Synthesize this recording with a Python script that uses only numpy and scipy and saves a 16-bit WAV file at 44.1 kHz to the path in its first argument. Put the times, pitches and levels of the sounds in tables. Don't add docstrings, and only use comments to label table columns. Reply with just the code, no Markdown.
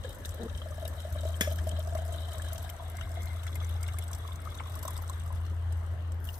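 import sys
import numpy as np
from scipy import signal
from scipy.fft import rfft, irfft, next_fast_len
from scipy.io import wavfile
from scipy.ndimage import uniform_filter1d

SR = 44100
rng = np.random.default_rng(int(sys.argv[2]) if len(sys.argv) > 2 else 0)


def wav_out(sig):
    wavfile.write(sys.argv[1], SR, np.round(np.clip(np.atleast_2d(sig).T, -1, 1) * 32767).astype(np.int16))


def to_linear_factor(level_db):
    exponent = np.asarray(level_db, float) / 20
    return 10 ** exponent


N = 281799
TIME = np.arange(N) / SR
PUFF_TIME = np.arange(1500) / SR

# time in seconds, level in dB.
STREAM = [(0.0, -63), (0.85, -62), (1.57, -58), (1.78, -63), (2.42, -58), (3.01, -65.5), (3.2, -61),
          (3.43, -62.5), (3.88, -62.5), (4.04, -63.5), (4.4, -64), (4.63, -63.5), (4.95, -60),
          (5.18, -64.5), (5.37, -66), (5.63, -72), (5.8, -67.5), (6.19, -78.5)]
# pitch in Hz, width in Hz, level in dB.
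WATER_SURFACE = [(1050, 430, 0.5), (1600, 210, -1), (2000, 270, 0)]
# start in seconds, end in seconds, pitch in Hz,
# drift in Hz per second, level in dB, fade in dB per second.
CROSS_RINGS = [
    (0, 3.8, 1728, -41, -63, -2.5),
    (2.85, 4.7, 2087, 30, -59.5, -4),
]
# pitch in Hz, width in Hz, level in dB.
WALL_UPRIGHT = [(3140, 94, 6), (3450, 360, -1), (3770, 420, 1.5)]
WALL_LEANING = [(2980, 220, 1.8), (3460, 250, 7), (3750, 340, 1)]
WALL_NEARLY_FULL = [(3020, 470, 4.5), (3400, 230, -6), (4080, 190, 0)]
# time in seconds, peak in dB, pitch in Hz.
LARGE_GULPS = [(0.046, -32, 511), (0.341, -38.5, 518), (0.457, -37, 454), (0.658, -36, 624),
               (0.781, -34.5, 637), (0.826, -33, 613), (0.851, -34, 646), (1.05, -33, 595),
               (1.158, -33.5, 607), (1.233, -32.5, 617), (1.253, -27.5, 621), (1.292, -35, 640),
               (1.474, -25, 597), (1.515, -32.5, 630), (1.669, -27.5, 634), (1.788, -32, 623),
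               (1.873, -33, 665), (1.925, -33, 660), (1.951, -26, 630), (1.987, -31, 640), (2.02, -34, 693),
               (2.09, -36, 660), (2.145, -35, 612), (2.464, -39, 617), (2.523, -38, 660), (2.643, -34, 710),
               (2.822, -39, 667), (2.946, -38.5, 690), (3.105, -39, 665), (3.172, -35.5, 688)]
# time in seconds, peak in dB.
LITTLE_GULPS = [(.095, -40), (.51, -43), (.619, -39), (.704, -42), (.98, -43), (1.1, -50), (1.36, -47),
                (1.61, -37.5), (1.73, -40.5), (2.054, -41), (2.12, -38), (2.252, -40), (2.33, -53),
                (2.44, -43), (2.55, -38), (2.58, -48), (3.35, -41)]
# time in seconds, peak in dB, pitch in Hz.
DEEP_PLOPS = [(2.798, -38.5, 940), (3.942, -35.5, 1130), (3.992, -41.5, 710), (4.108, -40.5, 1046),
              (4.288, -39, 980), (4.472, -38.5, 1190), (4.76, -37.5, 1075), (5.039, -37, 1095),
              (5.262, -39, 1160), (4.605, -30, 1017), (4.83, -39, 950), (4.851, -33, 600),
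              (4.853, -32.5, 1000), (4.25, -39, 1090), (4.31, -39, 1050), (4.66, -41, 1050),
              (4.9, -42, 980), (4.882, -31, 1050), (4.989, -36, 1000), (5.02, -38, 830), (5.098, -33, 1016),
              (5.305, -34.5, 967), (5.326, -39.5, 890)]
# time in seconds, peak in dB, pitch in Hz.
SMALL_BUBBLES = [(0.0481, -38.5, 1675), (0.249, -46.5, 1700), (0.4184, -48, 3730), (0.6176, -44.5, 3140),
                 (0.854, -44, 2760), (1.186, -46, 3700), (1.3416, -45, 3100), (1.4099, -26.5, 1660),
                 (1.5878, -39, 1680), (1.713, -44, 3150), (1.9711, -43, 2120), (2.285, -44, 3070),
                 (2.398, -41.5, 1660), (2.4185, -46, 3160), (2.5566, -52, 1560), (2.6923, -42.5, 2140),
                 (2.985, -42, 2090), (3.012, -41, 3000), (3.012, -41, 1510), (3.467, -37, 2000),
                 (3.5568, -41, 2090), (3.697, -46, 3440), (3.8394, -42.5, 2140), (3.886, -38, 2130),
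                 (3.9684, -50, 1660), (3.985, -41, 2130), (3.621, -44, 2150), (4.32, -45, 3450),
                 (4.511, -50, 3400), (4.586, -43, 3460), (4.599, -36, 2130), (4.958, -47, 3500),
                 (6.2884, -43, 2800)]
# time in seconds, peak in dB, pitch in Hz.
WALL_PINGS = [(0.0365, -43, 3210), (0.1039, -51, 3130), (0.2503, -39, 3690), (0.4815, -52, 3770),
              (0.4963, -44, 2700), (0.5494, -45, 3140), (0.5776, -44, 3130), (0.6958, -63, 3140),
              (0.8, -50, 3250), (0.852, -40.5, 3800), (1.0021, -48, 3180), (1.214, -49, 3700),
              (1.274, -49, 3140), (1.512, -43, 3130), (1.586, -44, 3140), (1.672, -48, 3140),
              (1.6901, -46, 3050), (1.7659, -47, 3200), (1.8018, -43, 3170), (1.9505, -53, 3050),
              (2.138, -46, 3130), (2.5206, -44, 3120), (2.558, -43.5, 3210), (2.6932, -43, 3100),
              (3.011, -50, 2980), (3.2725, -47, 4160), (3.431, -46, 3020), (3.4752, -39.5, 3370),
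              (3.5284, -47.5, 3410), (3.602, -46, 3420), (3.7628, -50, 3450), (3.8646, -44.5, 3530),
              (3.8851, -45.5, 3020), (3.9928, -50, 3440), (4.0307, -49, 2990), (4.1325, -44.5, 3460),
              (4.2757, -46, 3400), (4.491, -52, 3450), (4.545, -44, 3750), (4.6354, -48, 3400),
              (4.6568, -46, 3530), (4.7401, -48, 3430), (4.8818, -47, 3390), (5.0904, -49, 3970),
              (5.132, -49, 3750), (6.2707, -51, 3200), (6.2872, -46, 3000)]
# pitch in Hz, width in Hz, level in dB.
PING_SPLASH = [(1700, 980, -6.5), (2700, 540, 0.5), (3550, 1040, 3.5), (5170, 1900, -4.5)]
# time in seconds, peak in dB, pitch in Hz.
GURGLE_BUBBLES = [(0.483, -44.5, 1240), (0.618, -41.5, 1110), (0.72, -46, 1170), (0.928, -42.5, 1080),
                  (1.157, -44, 1110), (1.965, -39, 1040), (2.347, -43.5, 990), (2.481, -45, 1060),
                  (2.742, -41.5, 781), (2.823, -42, 1000), (2.989, -41, 1070), (3.073, -40.5, 1050),
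                  (3.284, -42, 870), (3.434, -43, 866), (3.494, -45.5, 1160), (3.536, -52, 940),
                  (3.553, -45, 950), (3.572, -44, 835), (3.617, -44, 781), (3.649, -49, 950),
                  (3.711, -46, 870), (3.755, -41, 781), (3.801, -46, 861), (3.876, -45, 834),
                  (4.027, -42, 990), (4.063, -42.5, 870), (4.147, -51, 1110), (4.163, -47, 969),
                  (4.202, -48, 1100), (4.344, -46, 1020), (4.458, -43.5, 1200), (4.522, -47, 1150),
                  (4.554, -44, 947), (4.566, -43, 1080), (4.642, -46, 1140), (4.704, -44, 834),
                  (4.795, -47, 1230), (4.965, -45, 1000), (5.137, -51, 1170), (5.171, -45, 1120),
                  (5.361, -48, 1166), (5.399, -45, 991), (5.45, -44, 1170), (5.506, -49, 1200),
                  (5.535, -45.5, 940)]
# start in seconds, length in seconds, level in dB.
ROCKING = [
    (1.467, 0.35, -49.5),
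    (2.3, 0.19, -54.5),
    (3.15, 0.14, -54),
    (3.55, 0.34, -61),
    (5.427, 0.18, -50.5),
]
# pitch in Hz, width in Hz, level in dB.
JUG_BELLY = [(180, 75, -1), (286, 190, -4)]
# pitch in Hz, width in Hz, level in dB.
DROPLETS = [(5360, 2600, -0.5), (6320, 690, 3.5), (7980, 1440, 8), (10970, 4400, 2), (11500, 2200, -1),
            (14800, 1400, -5)]
# time in seconds, peak in dB.
LARGE_DROPS = [(0.25, -39), (0.2554, -25.5), (0.291, -32), (0.433, -34.5), (0.5744, -35.5), (1.208, -36),
               (1.288, -35), (1.363, -34), (1.6912, -31.5), (2.0894, -39), (2.1239, -35), (2.331, -34),
               (2.3825, -32), (2.4207, -33), (2.458, -43), (2.58, -30.5), (2.9687, -35.5), (3.231, -31),
               (3.467, -35), (3.6465, -35.5), (3.83, -27), (3.88, -32.5), (3.935, -35), (4.0798, -34),
               (4.1316, -28.5), (4.1485, -28), (4.879, -25), (4.9762, -28.5), (5.097, -31), (5.724, -37.5),
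               (6.12, -39.5)]
# time in seconds, peak in dB.
SPOUT_DROPS = [(0.092, -31.5), (0.3433, -35), (0.851, -37), (0.8776, -27), (1.1009, -40), (1.523, -29),
               (1.5587, -32.5), (1.672, -32), (1.792, -34), (1.952, -35.5), (2.0506, -33.5),
               (2.5307, -26.5), (2.699, -30), (2.899, -36.5), (3.2566, -34.5), (3.555, -29), (3.6924, -34),
               (3.986, -26.5), (4.0384, -34.5), (4.184, -35.5), (4.276, -37), (4.552, -34.5),
               (4.754, -28.5), (4.7902, -31), (4.8282, -24.5), (4.852, -29.5), (4.932, -35), (5.021, -32),
               (6.251, -38)]
# time in seconds, peak in dB, pitch in Hz.
FINE_DROPS = [(0.128, -39, 13900), (0.1855, -43, 11200), (0.2394, -51, 7650), (1.003, -39, 8700),
              (1.0196, -40, 7600), (1.1438, -40, 7640), (1.2506, -42, 8390), (1.504, -40, 12900),
              (1.8726, -39.5, 6200), (2.079, -39.5, 8610), (2.16, -39, 8550), (2.285, -43, 8340),
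              (2.3181, -41, 8550), (2.4862, -35.5, 8200), (2.6798, -48, 10900), (2.8814, -45, 7900),
              (3.009, -40, 7850), (3.116, -37.5, 8480), (3.22, -38, 8010), (3.434, -39, 7860),
              (4.0228, -39, 7900), (4.115, -37.5, 8190), (4.358, -40.5, 8250), (4.452, -41.5, 5100),
              (4.6982, -43, 11200), (4.9067, -36, 10900), (4.9651, -35, 5010), (5.0784, -40, 7990),
              (5.1317, -43, 8700), (5.197, -39, 7830), (5.2614, -44, 11400), (5.2759, -42, 8260),
              (5.3252, -42, 11300), (5.3567, -52, 8150), (5.4141, -49, 11300), (5.454, -44, 12500),
              (5.4645, -45, 6300), (5.5134, -49, 6210), (5.706, -53, 7950), (5.7564, -55, 7850),
              (5.864, -47, 8530), (6.1439, -49, 11600), (6.201, -46, 12100), (6.243, -39.5, 10300),
              (6.271, -42, 12100), (6.289, -41, 12500), (6.302, -37, 13800), (6.3415, -38, 5600),
              (6.353, -38, 10700)]
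# pitch in Hz, width in Hz, level in dB.
KNOCK_RATTLE = [(520, 300, -3), (980, 350, -16), (1660, 140, 0.5), (2230, 250, 4.5), (3310, 140, -5),
                (3410, 180, -3.5), (4400, 760, -20), (5550, 470, -9.5), (6630, 1000, -7), (8200, 2500, -18)]
# pitch in Hz, level in dB, time to fade by 60 dB in seconds.
PIPE_RING = [(1700, -36, .16), (2150, -31.5, 0.21), (3435, -32, 0.1), (4280, -51, 0.038), (6600, -37, .1)]
# time in seconds, level in dB.
GRIP_SHIFT = [(.39, -50), (.399, -40), (.406, -38), (.42, -43), (.434, -37.5), (.448, -42), (.46, -36.5),
              (.468, -41), (0.474, -60), (.5, -70)]
# time in seconds, level in dB.
SLEEVE_BRUSH = [(6.2, -81), (6.235, -66), (6.248, -58), (6.28, -57), (6.31, -64), (6.335, -55), (6.39, -59)]
# time in seconds, level in dB.
MOTOR_HUM = [(0.0, -41), (0.09, -44), (0.16, -67), (0.28, -37.5), (0.51, -47), (0.62, -39.5), (0.76, -42.5),
             (1.3, -32.5), (2.47, -35.5), (2.7, -43), (3.13, -36), (3.84, -32.5), (4.36, -41),
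             (5.71, -32.5), (6.21, -35), (6.39, -43)]
# pitch in Hz, level in dB.
SHAFT_HUMS = [(50, -53), (68, -55), (138, -65.5)]
# pitch in Hz, level in dB per Hz.
AIR_COLOUR = [(12, -82), (26, -39), (40, -24), (58, -7), (91, -5.5), (113, -17), (165, -23), (330, -28),
              (700, -29), (1400, -31), (2050, -33.5), (2500, -37), (3800, -48), (5000, -53), (9000, -56),
              (16000, -58)]
# pitch in Hz, likeness from 0 to 1.
AIR_LIKENESS = [(60, 0.85), (180, 1), (550, 0.57), (1650, 0.015), (4970, 0.26), (15000, 0.01)]
# pitch in Hz, left over right in dB.
PORT_COLOUR = [(60, 2.5), (110, 1.5), (200, 1.5), (380, 2.5), (700, 2), (1290, 2.5), (2380, 10.5),
               (4400, 0.5), (8120, 0.5), (15000, 1)]
# pitch in Hz, width in Hz, depth in dB.
BODY_SHADOW = (2390, 387, -9.5)


def evened(x):
    return x / np.sqrt(np.mean(x ** 2) + 1e-20)


def wander(x, width):
    return evened(uniform_filter1d(uniform_filter1d(x, width), width))


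def read(points, hz):
    f, value = np.transpose(points)
    return np.interp(np.log(hz + 1), np.log(f + 1), value)


def curve(rows):
    s, db = np.transpose(rows)
    return np.interp(TIME, s, db)


def add(mix, s, sound):
    part = mix[max(round(s * SR), 0):][:len(sound)]
    part += sound[:len(part)]


def resonate(x, hz, width):
    turn = np.exp(2j * np.pi * np.cumsum(hz * np.ones(len(x))) / SR)
    r = np.exp(-np.pi * width / SR)
    return 2 * (turn * signal.lfilter([1 - r], [1, -r], x * turn.conj())).real


def modes(x, table):
    size = next_fast_len(len(x) + 600)
    f = np.fft.rfftfreq(size, 1 / SR)
    gain = 0
    for hz, width, db in table:
        off = 2j * (f - hz) / width
        gain = gain + to_linear_factor(db) / (1 + off) / (1 + off / 2)
    return irfft(rfft(x, size) * gain, size)[:len(x)]


def patter(per_s, spread_db, puff_s):
    chance = rng.random(N)
    hit = chance < per_s / SR
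    hits = np.zeros(N)
    hits[hit] = to_linear_factor(2 * spread_db * np.minimum(-np.log(chance[hit] * SR / per_s + 1e-9), 4))
    fade, swell = np.exp(-1 / (puff_s * SR)), np.exp(-2.5 / (puff_s * SR))
    power = signal.lfilter([1], np.convolve([1, -fade], [1, -swell]), hits)
    return evened(np.sqrt(abs(power) + 1e-12) * rng.standard_normal(N))


def flow_db():
    return curve(STREAM) + 60


def neck_pitch(s):
    return 665 - 136 * np.exp(-s / 1.1)


def bubble(db, hz, t60, rise_s, glide):
    t = np.arange(int(np.clip(t60, .005, .09) * SR)) / SR
    shape = (1 - np.exp(-t / rise_s)) ** 2 * to_linear_factor(-60 * t / max(t60, .005))
    return to_linear_factor(db) * shape / shape.max() * np.sin(2 * np.pi * hz * t * (1 + glide * t))


def fizz(low_hz, high_hz, per_s, cycles, spread_db):
    out = np.zeros(N)
    for s, pitch, size in rng.random((int(per_s * N / SR), 3)):
        hz = low_hz * (high_hz / low_hz) ** pitch
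        db = -spread_db * np.log(max(size, .02))
        add(out, s * N / SR, bubble(db, hz, cycles / hz, rise_s=1.1 / hz, glide=8.8))
    return evened(out)


def neck_ring(churn, boom_db):
    sips = (rng.random(N) < 110 / SR) * rng.uniform(-1.7, 1.84, N)
    hz = neck_pitch(TIME) * (1 + 0.057 * wander(rng.standard_normal(N), 900))
    push = churn + 40 * to_linear_factor(-10.5 + 0.35 * boom_db) * sips
    return evened(resonate(resonate(push, hz, 68), hz, 210))


def cross_ring(drum):
    out = np.zeros(N)
    for start, end, hz, drift, db, fade in CROSS_RINGS:
        part = drum[round(start * SR):round(end * SR)]
        since = np.arange(len(part)) / SR
        heard = np.clip(np.minimum(since + 0.055, since[::-1]) / 0.16, 0, 1)
        ring_hz = hz + drift * since
        ring = resonate(resonate(part, ring_hz, 99), ring_hz, 260)
        add(out, start, heard * to_linear_factor(db + fade * since) * evened(ring))
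    return out


def wall_ring(taps):
    tipped, full = (.5 + .5 * np.tanh((TIME - s) / 0.12) for s in (2.8, 5.38))
    upright = (1 - tipped) * modes(taps, WALL_UPRIGHT)
    leaning = tipped * (1 - full) * modes(taps, WALL_LEANING)
    return evened(upright + leaning + full * modes(taps, WALL_NEARLY_FULL))


def churning():
    flow = flow_db()
    churn = patter(99, spread_db=0.5, puff_s=0.019) + 0.52 * rng.standard_normal(N)
    drum = patter(160, spread_db=2.0, puff_s=0.0061) + 0.28 * rng.standard_normal(N)
    boom_db = 8.5 * np.exp(-((TIME - 1.63) / 1.74) ** 2)
    neck = to_linear_factor(-61 + 0.2 * flow + boom_db) * neck_ring(churn, boom_db)
    surface = evened(modes(drum + 1.54 * churn, WATER_SURFACE))
    gurgle = 0.95 * fizz(760, 1500, 220, cycles=14.0, spread_db=3.2) + 0.97 * surface
    gurgle *= to_linear_factor(-64.5 + flow + 1.5 * TIME)
    cross_lumps, wall_lumps = (to_linear_factor(3.5 * wander(v, 1800)) for v in (churn, drum))
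    cross = to_linear_factor(0.12 * flow - 1.5) * cross_lumps * cross_ring(drum)
    taps = drum + 0.77 * churn + to_linear_factor(-13) * fizz(2900, 4050, 90, cycles=23.0, spread_db=2.0)
    wall = to_linear_factor(-63 + 0.79 * flow) * wall_lumps * wall_ring(taps)
    return neck + gurgle + cross + wall


def noise_puff():
    return rng.standard_normal(len(PUFF_TIME))


def splash(db, t60, rough):
    return to_linear_factor(db - 60 * PUFF_TIME / t60) * evened(rough)


def gulps():
    out = np.zeros(N)
    for s, db, hz in LARGE_GULPS + [(s, db, neck_pitch(s)) for s, db in LITTLE_GULPS]:
        add(out, s - .002, bubble(db - 3.5, hz, 23 / hz, rise_s=0.0046, glide=0.75))
        add(out, s - .001, splash(db - 14, 0.032, resonate(noise_puff(), 0.25 * hz, 660)))
    return out


def plops():
    out = np.zeros(N)
    for s, db, hz in DEEP_PLOPS:
        add(out, s - .001, bubble(db - 2.5, hz, 29 / hz, rise_s=0.00089, glide=3.1))
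        add(out, s - .001, splash(db - 13, 0.054, modes(noise_puff(), [(0.8 * hz, 450, 0)])))
    return out


def blips():
    out = np.zeros(N)
    for s, db, hz in SMALL_BUBBLES:
        add(out, s - .001, bubble(db - 0.5, hz, 0.031, rise_s=0.00019, glide=1.7))
        add(out, s - .001, splash(db - 9, 0.064, modes(noise_puff(), [(hz, 900, 0)])))
    return out


def pings():
    out = np.zeros(N)
    for s, db, hz in WALL_PINGS:
        add(out, s - .001, splash(db - 6.5, 0.04, modes(noise_puff(), PING_SPLASH)))
        add(out, s - .001, bubble(db - 6, hz, 0.045, rise_s=0.00063, glide=0.38))
    return out


def burbles():
    out, swell = np.zeros(N), np.minimum(PUFF_TIME / 0.0034, 1)
    for s, db, hz in GURGLE_BUBBLES:
        add(out, s - .001, swell * splash(db - 13.5, 0.045, modes(noise_puff(), [(hz, 900, 0)])))
        add(out, s - .002, bubble(db - 3, 0.971 * hz, 26 / hz, rise_s=0.0013, glide=5.8))
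    return out


def slosh():
    out = np.zeros(N)
    lumps = evened(modes(patter(60, spread_db=2.0, puff_s=0.011), JUG_BELLY))
    for start, length, db in ROCKING:
        part = lumps[round(start * SR):round((start + length) * SR)]
        add(out, start, to_linear_factor(db) * np.hanning(len(part)) * part)
    return out


def spray():
    flow = flow_db()
    shared = patter(320, spread_db=4.0, puff_s=0.0014)
    hiss = np.zeros(N)
    for k in range(3):
        own = patter(120, spread_db=4.5, puff_s=0.00071)
        hiss += modes(shared + 0.76 * own, DROPLETS[k::3])
    mist = evened(modes(rng.standard_normal(N), DROPLETS[:3]))
    return to_linear_factor(-60.5 + 1.14 * flow) * evened(hiss) + to_linear_factor(-71.5 + 0.8 * flow) * mist


def drops_list():
    large_hz, small_hz, strays = 7970, 11640, 10
    rows = [(s, db, large_hz) for s, db in LARGE_DROPS] + [(s, db, small_hz) for s, db in SPOUT_DROPS]
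    rows += [(s, db + 1.5, hz) for s, db, hz in FINE_DROPS]
    flow = flow_db()
    for k, (moment, strength, kind) in enumerate(rng.random((strays, 3))):
        at = (k + moment) * N / strays
        db = -34 + 2 * flow[int(at)] - 2 * (2 * strength - 1)
        rows.append((at / SR, db, large_hz if kind < .5 else small_hz))
    return rows


def splats():
    out, rise = np.zeros(N), PUFF_TIME / .0014
    shape = rise * np.exp(1 - rise) + to_linear_factor(-17 - 60 * PUFF_TIME / 0.16) * np.minimum(rise, 1)
    for s, db, hz in drops_list():
        hz = hz * (1 + 0.063 * rng.standard_normal())
        puff = noise_puff() * to_linear_factor(3.5 * evened(uniform_filter1d(noise_puff(), 30)))
        wide = to_linear_factor(4 + 0.35 * (db + 30)) * evened(modes(puff, DROPLETS))
        pitched = evened(modes(puff, [(hz, 2200, 0)]))
        add(out, s - .0015, to_linear_factor(db - 14.5) * shape * evened(wide + pitched))
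    return out


def knock():
    out, t, at = np.zeros(N), np.arange(6000) / SR, 1.4085
    noise = rng.standard_normal((3, 6000))
    blows = to_linear_factor(-60 * t / 0.023) + to_linear_factor(-13 - 60 * t / 0.32)
    rattle = modes(blows * noise[0], KNOCK_RATTLE)
    crack = evened(modes(noise[1], [(11700, 1500, -4.5), (7640, 660, -6.5)]))
    crack *= to_linear_factor(-60 * t / 0.01)
    spill = evened(modes(noise[2], [(6200, 14000, -1.5), (11300, 5600, -1.5)]))
    spill *= to_linear_factor(-18.5 - 60 * t / 0.17)
    thud = to_linear_factor(-60 * t / 0.035) * np.minimum(t / 0.0045, 1) * -np.sin(2 * np.pi * 190 * t)
    hit = to_linear_factor(-8.5) * rattle + to_linear_factor(-15) * (crack + spill) + to_linear_factor(-17.5) * thud
    add(out, at, np.minimum(t / 0.00091, 1) * hit)
    for hz, db, t60 in PIPE_RING:
        add(out, at, to_linear_factor(db - 60 * t / t60) * np.sin(2 * np.pi * hz * t))
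    return out


def grip():
    s, db = np.transpose(GRIP_SHIFT)
    t, out = np.arange(s[0], s[-1], 1 / SR), np.zeros(N)
    uneven = evened(uniform_filter1d(rng.standard_normal(len(t)), 300))
    turns = np.cumsum(231 * (1 + 0.06 * uneven)) / SR
    slips = (np.diff(turns // 1, prepend=0) > 0) * rng.uniform(0.35, 0.84, len(t))
    slips += 0.023 * rng.standard_normal(len(t))
    body = modes(slips, [(240, 170, 2.5), (350, 64, 7), (456, 160, 1.5), (660, 200, -12)])
    add(out, s[0], to_linear_factor(np.interp(t, s, db)) * evened(body) * signal.windows.tukey(len(t), .1))
    return out


def sleeve():
    s, db = np.transpose(SLEEVE_BRUSH)
    level_db = np.interp(TIME, s, db, left=-120)
    grains = patter(1500, spread_db=3.0, puff_s=0.0014)
    return to_linear_factor(level_db) * evened(modes(grains, [(6200, 2200, -13), (8500, 2100, -8), (13000, 6500, 3)]))


def ports(x, lag_s):
    taps = np.sinc(np.arange(96) - 40 - SR * np.array([[lag_s], [0]])) * np.hanning(96)
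    return signal.oaconvolve(x[None], taps, axes=1)[:, 40:N + 40]


def yard(x):
    t, sets = np.arange(2000) / SR, 4
    echoes = rng.choice([-1., 1.], (sets, 2, 2000)) * (rng.random((sets, 2, 2000)) < .08)
    echoes *= to_linear_factor(-60 * t / .018) * (t > .0003)
    echoes *= to_linear_factor(3.0) / np.linalg.norm(echoes, axis=2, keepdims=True)
    path = np.repeat(rng.integers(0, sets, N // 300 + 1), 300)[:N]
    x = signal.lfilter(*signal.butter(2, 1100, "high", fs=SR), x)
    out = np.zeros((2, N))
    for k, echo in enumerate(echoes):
        part = x * uniform_filter1d(1. * (path == k), 100)
        out += signal.oaconvolve(part[None], echo, axes=1)[:, :N]
    return out


def hum(hz, level_db):
    return np.sqrt(2) * to_linear_factor(level_db) * np.sin(2 * np.pi * np.cumsum(hz * np.ones(N)) / SR)


def motor():
    waver = rng.standard_normal((N // 100 + 1, 5))
    waver = evened(uniform_filter1d(uniform_filter1d(waver, 90, 0), 90, 0))
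    waver = uniform_filter1d(np.repeat(waver, 100, 0)[:N].T, 200)
    flutter = wander(rng.standard_normal(N), 2200)
    main = hum(83.1 + 0.892 * np.tanh((TIME - 3) / 0.35), curve(MOTOR_HUM) + 1.15 * flutter)
    drone_db = -55.5 + 1.5 * np.exp(-((TIME - 4) / .35) ** 2) + 2.7 * waver[3]
    drone = hum(94.7 + 3.6 * TIME, drone_db)
    faint = sum(hum(hz, db + 3.1 * w) for (hz, db), w in zip(SHAFT_HUMS, waver))
    return main + drone + faint


def open_air():
    frames, hz = N // 512 + 5, np.fft.rfftfreq(2048, 1 / SR)
    a, b, c, d, patches = rng.standard_normal((frames, 1025, 5)).T
    patches = evened(uniform_filter1d(uniform_filter1d(patches, 16, 0), 8, 1))
    same = np.clip(read(AIR_LIKENESS, hz), -1, 1)[:, None]
    left = a + 1j * b
    right = same * left + np.sqrt(1 - same ** 2) * (c + 1j * d)
    z = np.array([left, right]) * to_linear_factor(read(AIR_COLOUR, hz)[:, None] + 2.0 * patches)
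    return to_linear_factor(-44.5) * evened(signal.istft(z, nperseg=2048, noverlap=1536)[1][:, :N])


def scene():
    blow = knock()
    jug = churning() + gulps() + plops() + blips() + pings() + burbles() + grip() + slosh()
    drops = spray() + splats() + blow + sleeve()
    direct = ports(jug, lag_s=0.00013) + ports(drops, lag_s=0.0002143)
    return direct + yard(jug + drops - .5 * blow) + motor() + open_air()


def band_limit(x):
    return signal.sosfilt(signal.butter(12, 16740, fs=SR, output="sos"), x)


def record(dry):
    size = next_fast_len(N)
    hz = np.fft.rfftfreq(size, 1 / SR)
    dip_hz, width, dip_db = BODY_SHADOW
    shade_db = dip_db * np.exp(-((hz - dip_hz) / width) ** 2)
    shade_db -= 30 * np.clip((hz - 15550) / 420, 0, 2)
    colour = to_linear_factor(shade_db + read(PORT_COLOUR, hz) / 2 * np.array([[1], [-1]]))
    mix = irfft(rfft(dry, size) * colour, size)[:, :N]
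    return band_limit(mix)


dry = scene()
out = record(dry)
wav_out(out)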